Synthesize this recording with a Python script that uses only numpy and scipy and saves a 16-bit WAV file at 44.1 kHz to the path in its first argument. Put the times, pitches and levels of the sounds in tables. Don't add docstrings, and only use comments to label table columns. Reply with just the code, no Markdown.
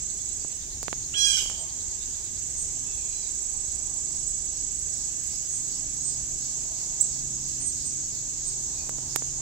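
import sys
import numpy as np
from scipy import signal
from scipy.fft import rfft, irfft, next_fast_len
from scipy.io import wavfile
from scipy.ndimage import uniform_filter1d, map_coordinates

SR = 44100
rng = np.random.default_rng(int(sys.argv[2]) if len(sys.argv) > 2 else 0)


def level_to_linear(level):
    exponent = np.asarray(level, float) / 20
    return 10 ** exponent


def digitize_waveform(pressure):
    field = np.atleast_2d(pressure).T
    bounded = np.clip(field, -1, 1)
    quanta = np.round(bounded * 32767).astype(np.int16)
    wavfile.write(sys.argv[1], SR, quanta)


N = 414981


def unit(x):
    return x / np.sqrt(np.mean(x ** 2) + 1e-20)


def along(points, hz):
    f, v = np.transpose(points)
    return np.interp(np.log(hz + 1), np.log(f + 1), v)


def curves(rows, t=None):
    s, *cols = np.transpose(rows)
    return [np.interp(np.arange(N) / SR if t is None else t, s, c) for c in cols]


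def wobble(rate, size=N):
    knots = rng.standard_normal(int(N * rate / SR) + 4)
    return map_coordinates(knots, [np.arange(size) * rate / SR])


def filtered(x, response):
    m = next_fast_len(N + SR // 2)
    return irfft(rfft(x, m) * response(np.fft.rfftfreq(m, 1 / SR)), m)[..., :N]


def sides(pan_db):
    gains = level_to_linear([[pan_db / 2], [-pan_db / 2]])
    return gains / gains.mean()


# pitch in Hz, likeness from -1 to 1.
LIKENESS = [(30, 0.91), (80, 0.87), (150, 0.86), (290, 0.71), (640, 0.8), (1400, -0.68), (3100, 0.11),
            (15000, -0.27)]


def rush(spectrum, patchy_db, pan=((1000, 0),)):
    z = signal.stft(rng.standard_normal((2, N)), nperseg=512)[2]
    field = rng.standard_normal(z.shape[1:])
    field = uniform_filter1d(uniform_filter1d(field, 6, 0), 10, 1)
    pair = signal.istft(z * level_to_linear(patchy_db * unit(field)), nperseg=512)[1][:, :N]

    def mid_side(hz):
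        turn = np.arccos(np.clip(along(LIKENESS, hz), -1, 1)) / 2
        return level_to_linear(along(spectrum, hz)) * [np.cos(turn), np.sin(turn)]

    mid, side = filtered(pair, mid_side)
    both = np.array([mid + side, mid - side])
    both = filtered(both, lambda hz: level_to_linear(np.outer([.5, -.5], along(pan, hz))))
    return both / np.std(both.mean(0))


# pitch in Hz, level in dB per Hz.
RUMBLE_TONE = [(9, -26), (20, -5), (30, 2.5), (42, -3), (60, -1), (128, -12), (162, -16), (389, -18),
               (530, -28), (780, -51), (1320, -120)]
# pitch in Hz, level in dB per Hz.
TYRE_TONE = [(250, -15.5), (450, -3), (600, -8.5), (640, 2.5), (680, -3.5), (800, -1), (1050, -3.5),
             (1400, -9.5), (2500, -26)]
# time in seconds, level in dB.
PASSING_CARS = [
    (1.6, -61.5),
    (2.93, -74),
    (3.88, -66),
    (6.1, -68.5),
    (6.9, -63),
    (8.95, -60),
]


def road():
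    t = np.arange(N) / SR
    half_width_s, tyre_floor_db = .2, -63.5
    passing = level_to_linear(tyre_floor_db) + sum(level_to_linear(db) / (1 + ((t - s) / half_width_s) ** 2)
                                       for s, db in PASSING_CARS)
    rumble = level_to_linear(-47 + 0.39 * wobble(2.38)) * rush(RUMBLE_TONE, patchy_db=1.0)
    return rumble + passing * rush(TYRE_TONE, patchy_db=2.0)


# time in seconds, load in dB.
ENGINE_LOAD = [(0, -57), (.7, -60.5), (.9, -53.5), (1.46, -57.5), (1.9, -66), (2.41, -60), (2.8, -53.5),
               (3.27, -66.5), (4.09, -54), (4.74, -55.5), (5.5, -57.5), (5.6, -52), (6.37, -51),
               (6.73, -54.5), (7.3, -47), (8.4, -54), (8.9, -49.5), (9.41, -49.5)]
# pitch in Hz, level in dB.
ENGINE_HUM = [(133, 0.5), (158, -8.5), (199.6, -12), (233, -14), (266, -7.5), (311.5, -12.5), (377, -15),
              (640, -21.5)]


def engine():
    t = np.arange(N) / SR
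    hum = 0
    for hz, db in ENGINE_HUM:
        hum = hum + level_to_linear(db + 1.5 * wobble(5)) * np.sin(2 * np.pi * hz * t + 1.0 * wobble(3.))
    return level_to_linear(curves(ENGINE_LOAD)[0] + 1.0) * hum


# pitch in Hz, level in dB per Hz.
LEAF_TONE = [(900, -40), (1500, -1), (3000, -1.5), (9000, -9.5), (12000, -8.5), (15700, -6.5), (15850, -70)]


def leaves():
    t = np.arange(N) / SR
    start_db, fade_db_per_s = -56.5, -0.26
    gust_db = .6 * wobble(1.5)
    hiss = rush(LEAF_TONE, patchy_db=1.6, pan=[(2000, 0.0), (12000, -3.0)])
    return level_to_linear(start_db + fade_db_per_s * t + gust_db) * hiss


# time in seconds, level in dB.
CHORUS_LEVEL = [(0, -37.5), (.76, -39), (1.34, -35), (1.6, -37), (2.36, -37.5), (2.65, -37), (4, -37),
                (6.7, -35.5), (8.2, -36), (9.41, -36.5)]
# pitch in Hz, level in dB per Hz.
CHORUS_TONE = [(1290, -34.5), (2200, -35), (2660, -37), (2920, -32.5), (4370, -20), (4740, -19.5),
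               (5170, -14), (5800, -9), (6120, -3.5), (6590, 2), (7340, -2.5), (7600, -4), (8120, -10.5),
               (8290, -15.5), (11000, -49.5), (14300, -76), (22000, -120)]
# pitch in Hz, left minus right in dB.
CHORUS_PAN = [(2500, -10), (4500, 0.5), (6500, -3), (7500, -10), (8500, -11.5), (11000, -32)]


def cicadas():
    loudness = level_to_linear(curves(CHORUS_LEVEL)[0] + 1.0 + 0.55 * wobble(6.))
    return loudness * rush(CHORUS_TONE, patchy_db=0.92, pan=CHORUS_PAN)


def beats(rows, rise, fall):
    t = np.arange(N) / SR
    return sum(level_to_linear(db) * np.exp(-np.abs(t - s) / np.where(t < s, rise, fall)) for s, db in rows)


# pitch in Hz, level in dB per Hz.
SLOW_TONE = [(2800, -39), (3500, -6.5), (4200, 2), (5200, 8.5), (6000, 5.5), (7500, -15)]


def slow_pulser():
    k = np.arange(17)
    first_s, gap_s, extra_gap_s = 3.265, .3, .153
    shrink = .87
    times = first_s + gap_s * k + extra_gap_s * (1 - shrink ** k) / (1 - shrink)
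    level_db = -45 - 6 * .75 ** k
    swells = beats(zip(times, level_db), rise=0.077, fall=0.1)
    return swells * rush(SLOW_TONE, patchy_db=1.9, pan=[(4000, -7.5)])


# start in seconds, end in seconds, seconds per beat, level in dB.
FAST_BOUTS = [
    (0, 1.1, .1047, -51.5),
    (1.59, 2.4, 0.112, -50),
]


def fast_pulser():
    tone = [(3000, -25), (3600, -8), (4300, -7), (4950, 0), (5300, -14), (6200, -35)]  # Hz, dB
    pulses = [(s, db) for first, last, period, db in FAST_BOUTS for s in np.arange(first, last, period)]
    buzz = rush(tone, patchy_db=-3.5, pan=[(4200, -17), (4950, 10)])
    return beats(pulses, rise=0.032, fall=0.024) * buzz


# time in seconds, peak level in dB.
STALK_TICKS = [(.824, -46), (1.61, -44), (5.24, -29), (5.297, -42), (5.333, -38), (5.358, -28), (5.43, -42),
               (6.636, -34), (7.483, -28), (8.866, -42), (9.1578, -18)]
# time in seconds, level in dB, spread in seconds.
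PAW_BRUSHES = [
    (5.3, -58, .1),
    (5.65, -60, .12),
    (6.35, -63, .15),
    (4.9, -68, .25),
]


def grass():
    out, t = np.zeros(N + SR), np.arange(200) / SR
    tick = np.sin(2 * np.pi * 10500 * t) * level_to_linear(-60 * t / 0.0014)
    for s, db in STALK_TICKS:
        out[round(s * SR):][:len(t)] += level_to_linear(db) * tick
    tone = [(7000, -28), (9000, 3), (12000, -10), (15700, -10), (15850, -70)]  # Hz, dB
    stalks = rush(tone, patchy_db=-4.5, pan=[(10000, -13)])
    brushing = sum(level_to_linear(db) * np.exp(-np.abs(np.arange(N) / SR - s) / spread)
                   for s, db, spread in PAW_BRUSHES)
    return sides(-14) * out[:N] + brushing * level_to_linear(3 * wobble(90.)) * stalks


# time in seconds, peak in dB, ring of the microphone port in dB,
# left minus right in dB, contact time in milliseconds.
FINGER_CLICKS = [(0.4487, -31, -40, -26, 1.1), (.83, -28.5, 8, -28, 0.56), (0.882, -16.5, -21, -35, 0.27),
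                 (0.929, -17, -29, -38, 0.29), (1.426, -37, -30, -14, 0.94), (1.459, -32, -30, -19, 0.71),
                 (1.499, -28.5, 3, -22, 0.32), (1.514, -35, -12, -14, 0.51), (8.894, -26, 3, -25, 0.49),
                 (8.985, -33, -40, -14, 0.84), (9.1603, -15.5, 6, -32, 0.27), (9.1625, -28, 16, -30, 0.6),
                 (9.2216, -27.5, -40, -25, 0.71), (9.401, -37, -40, -23, 0.95)]


def clicks():
    out, t = np.zeros((2, N + SR)), np.arange(300) / SR
    ring = -np.sin(2 * np.pi * 7800 * t) * level_to_linear(-60 * t / 0.00097)
    ring += 0.15 * np.cos(2 * np.pi * 12500 * t) * level_to_linear(-60 * t / 0.00054)
    softness = .5
    for s, db, ring_db, pan_db, contact_ms in FINGER_CLICKS:
        u = 1000 * t / contact_ms
        rebound = 1.7 * u * np.exp(-(u / 1.3) ** 2)
        push = 12 * (u / .25) ** 1.5 * np.exp(-u / .11)
        skin = np.hanning(3 + round(softness * contact_ms * SR / 1000))
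        thud = np.convolve(rebound - push, skin / skin.sum())[len(skin) // 2:][:len(t)]
        click = thud + level_to_linear(ring_db + 7.0) * ring
        out[:, round(s * SR):][:, :len(t)] += level_to_linear(db - 0.5) * sides(pan_db) * click
    return out[:, :N]


# start in seconds, length in seconds, first Hz, last Hz, peak level in dB.
WHISTLES = [
    (1.56, .1, 8390, 8130, -44),
    (2.555, 0.13, 8280, 8270, -36.5),
    (5.5, .11, 8640, 8220, -40),
    (6.025, 0.11, 8230, 8160, -33),
    (7.595, 0.076, 8600, 8480, -39.5),
    (7.64, 0.082, 8310, 8380, -31),
    (7.835, 0.077, 8430, 7990, -35.5),
    (8.45, 0.054, 8100, 8270, -33),
    (8.74, 0.14, 2440, 2520, -64.5),
]
# start in seconds, length in seconds, first Hz, last Hz, peak level in dB.
UP_FLICKS = [
    (4.262, .032, 5900, 8400, -33),
    (6.996, 0.031, 5500, 8470, -21),
]
# delay in milliseconds, level in dB.
HEDGE_ECHOES = [(1.3, -3), (2.9, -4), (4.6, -6), (7.1, -7), (11.3, -10)]


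def chips():
    out, octave = np.zeros(N), level_to_linear(-28)
    for rows, flick in ((WHISTLES, False), (UP_FLICKS, True)):
        onset_db = -20 if flick else -13.5
        for s, length, first_hz, last_hz, db in rows:
            t = np.arange(round(length * SR)) / SR
            glide = 1 - np.exp(-t / 0.012) if flick else t / length
            swell_db = np.interp(t / length, [0, 0.52, 1], [onset_db, 0, -14.5])
            hz = first_hz + (last_hz - first_hz) * glide
            phase = 2 * np.pi * np.cumsum(hz) / SR + .5 * wobble(90, size=len(t))
            whistle = np.sin(phase) + octave * np.sin(2 * phase)
            whistle *= level_to_linear(db + swell_db + 7.5) * signal.windows.tukey(len(t), .2)
            out[round(s * SR):][:len(t)] += whistle
    echoes = sum(level_to_linear(db) * np.roll(out, round(ms * SR / 1000)) for ms, db in HEDGE_ECHOES)
    return level_to_linear(-3.0) * (out + echoes)


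def strokes(lead, hz, width):
    stroke = (27 * np.arange(N) / SR + lead + .5) % 1
    shape = np.exp(-.5 * ((stroke - .5) / width) ** 2)
    shape = shape * level_to_linear(0.88 * wobble(27.) + 0.36 * wobble(250.))
    slip = 1.3 * wobble(25)
    sag_hz = 1800 * np.clip(stroke - .6, 0, 1) + 900 * np.clip(.36 - stroke, 0, 1)
    return unit(shape * np.sin(2 * np.pi * np.cumsum(hz - sag_hz) / SR + slip))


# time in seconds, right level in dB,
# left minus right in dB, how far the beat runs ahead in cycles.
NEAR_CRICKET = [(0, -34, -25, 0.24), (.57, -34.5, -23, -.05), (1.2, -46, -11, -0.27),
                (1.5, -38.5, -16, -.59), (1.8, -38, -18, -0.77), (2.7, -34.5, -23, -0.59),
                (3.9, -30, -21, -0.39), (4.8, -32.5, -17, -.4), (5.7, -34.5, -12, -.4),
                (6.3, -35, -11, -0.42), (6.7, -41.5, -3, -0.35), (7.5, -40.5, -3, -.45),
                (7.9, -53, 13, -0.13), (9, -45, 4.5, -0.46)]
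# start in seconds, end in seconds.
SONG_BOUTS = [
    (0, .58),
    (1.17, 8.97),
]
# time in seconds, level in dB.
LOW_CRICKET = [(0, -43), (1.2, -69), (2.1, -63), (2.7, -42), (4, -50), (8.9, -49), (9.1, -60)]


def cricket():
    t = np.arange(N) / SR
    right_db, turn_db, lead = curves(NEAR_CRICKET)
    singing = uniform_filter1d(sum(1. * ((t >= a) & (t < b)) for a, b in SONG_BOUTS), size=900)
    restart = SONG_BOUTS[1][0]
    wing_hz = 7830 - np.where(t > restart, 400 * np.exp(-np.abs(t - restart) / .7), 0)
    near = singing * level_to_linear([right_db + turn_db, right_db]) * strokes(lead, wing_hz, width=0.2)
    neighbour = level_to_linear(curves(LOW_CRICKET)[0]) * strokes(lead - .15, 7655, width=0.45)
    return near + sides(-25) * neighbour


def mew(rows, rasp, voice):
    first, last = round(rows[0][0] * SR), round(rows[-1][0] * SR)
    t = np.arange(first, last) / SR
    pitch_hz, db, tilt_db = curves(rows, t)
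    rough = curves(rasp, t)[0]

    def shake(rate):
        return wobble(rate, size=last - first)

    phase = 2 * np.pi * np.cumsum(pitch_hz) / SR + .15 * rough * shake(120)
    stack = 0
    for k, level in voice:
        clean = (1 - rough ** 2) * np.sin(k * phase)
        smear = shake(450) * np.sin(k * phase) + shake(450) * np.cos(k * phase)
        flutter = level_to_linear((2 + 4 * rough) * shake(50))
        tone = clean + rough * (.5 + k / 9) * smear
        stack = stack + level_to_linear(level + tilt_db * (k - 5)) * flutter * tone
    stack /= np.sqrt(uniform_filter1d(stack ** 2, size=500) + 1e-9)
    return np.pad(level_to_linear(db) * stack * signal.windows.tukey(last - first, .04), (first, N - last))


# time in seconds, pitch in Hz, level in dB, tilt in dB per overtone.
FAR_CALL = [
    (2.855, 860, -64, -7),
    (2.9, 890, -54, -8),
    (2.95, 850, -60, -3),
    (3.05, 830, -58, -1),
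    (3.14, 815, -62, -1),
]
# multiple of the pitch, level in dB.
FAR_OVERTONES = [(3, -3), (4, -1), (5, 0)]
# time in seconds, pitch in Hz, level in dB, tilt in dB per overtone.
FAR_SECOND_HALF = [
    (3.11, 815, -54, .1),
    (3.13, 800, -51, .1),
    (3.17, 812, -54, .1),
    (3.23, 800, -50, .1),
    (3.265, 770, -56, .1),
    (3.28, 755, -70, .1),
]
# multiple of the pitch, level in dB.
SECOND_OVERTONES = [(3, -14), (4, -16), (5, 0), (6, -2)]
# time in seconds, roughness from 0 to 1.
FAR_ROUGHNESS = [(2.9, .15), (2.95, .6), (3.08, .75), (3.11, .12), (3.25, .12), (3.3, .7)]


def far_bird():
    call = mew(FAR_CALL, FAR_ROUGHNESS, FAR_OVERTONES)
    return call + mew(FAR_SECOND_HALF, FAR_ROUGHNESS, SECOND_OVERTONES)


# time in seconds, pitch in Hz, level in dB, tilt in dB per overtone.
NEAR_CALL = [
    (1.134, 660, -42, -4),
    (1.141, 690, -33, -4),
    (1.15, 830, -33, -3),
    (1.18, 826, -27, 0),
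    (1.246, 820.2, -22, 0),
    (1.34, 792, -27, .2),
    (1.39, 762, -28, 0),
    (1.42, 744, -34, .9),
    (1.46, 738, -46, 2.5),
]
# time in seconds, roughness from 0 to 1.
NEAR_ROUGHNESS = [(1.145, .5), (1.165, .12), (1.26, .12), (1.3, .25), (1.335, .55), (1.4, .6)]
# multiple of the pitch, level in dB.
NEAR_OVERTONES = [(1, -50), (2, -22), (3, -16), (4, 1.5), (5, -11), (6, -8), (7, -2), (8, -6), (9, -21),
                  (10, -5), (11, -25), (12, -24.5), (13, -33), (14, -28), (15, -34), (16, -31), (17, -39),
                  (18, -44)]


def near_bird():
    return mew(NEAR_CALL, NEAR_ROUGHNESS, NEAR_OVERTONES)


# pitch in Hz, left minus right in dB.
HOUSING_SHADE = [(1600, 1), (2500, -16), (3300, -20), (8000, -18)]


def around_housing(x):
    lag_s = 0.181 / 1000
    return filtered(x, lambda hz: [level_to_linear(along(HOUSING_SHADE, hz)), np.exp(-2j * np.pi * hz * lag_s)])


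# pitch in Hz, seconds to fall by 60 dB.
YARD_FADE = [(500, 0.18), (3000, 0.7), (8000, 0.48), (15000, 0.11)]


def yard(x):
    hz, t, z = signal.stft(rng.standard_normal((2, SR)), SR, nperseg=256)
    tail = signal.istft(z * level_to_linear(-60 * t / along(YARD_FADE, hz)[:, None]), SR, nperseg=256)[1]
    late = np.pad(x, (300, 0))[None]
    return signal.fftconvolve(late, tail / np.linalg.norm(tail[0]), axes=1)[:, :N]


def scene():
    background = road() + engine() + leaves() + cicadas()
    insects = slow_pulser() + fast_pulser()
    high, wings, far, near = chips(), cricket(), far_bird(), near_bird()
    birds = level_to_linear(5.5) * around_housing(near) + sides(-17) * far + sides(-22) * high
    to_yard = level_to_linear(-5) * near + .6 * far + level_to_linear(-6.5) * high + level_to_linear(-14) * wings.mean(0)
    echo = sides(-7) * yard(to_yard)
    return background + insects + grass() + clicks() + wings + birds + echo


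def roll_off(x):
    return signal.sosfilt(signal.butter(12, 15790, fs=SR, output="sos"), x)


def record(dry):
    top, hard = .97, 8
    mix = dry / (1 + np.abs(dry / top) ** hard) ** (1 / hard)
    return roll_off(mix)


dry = scene()
out = record(dry)
digitize_waveform(out)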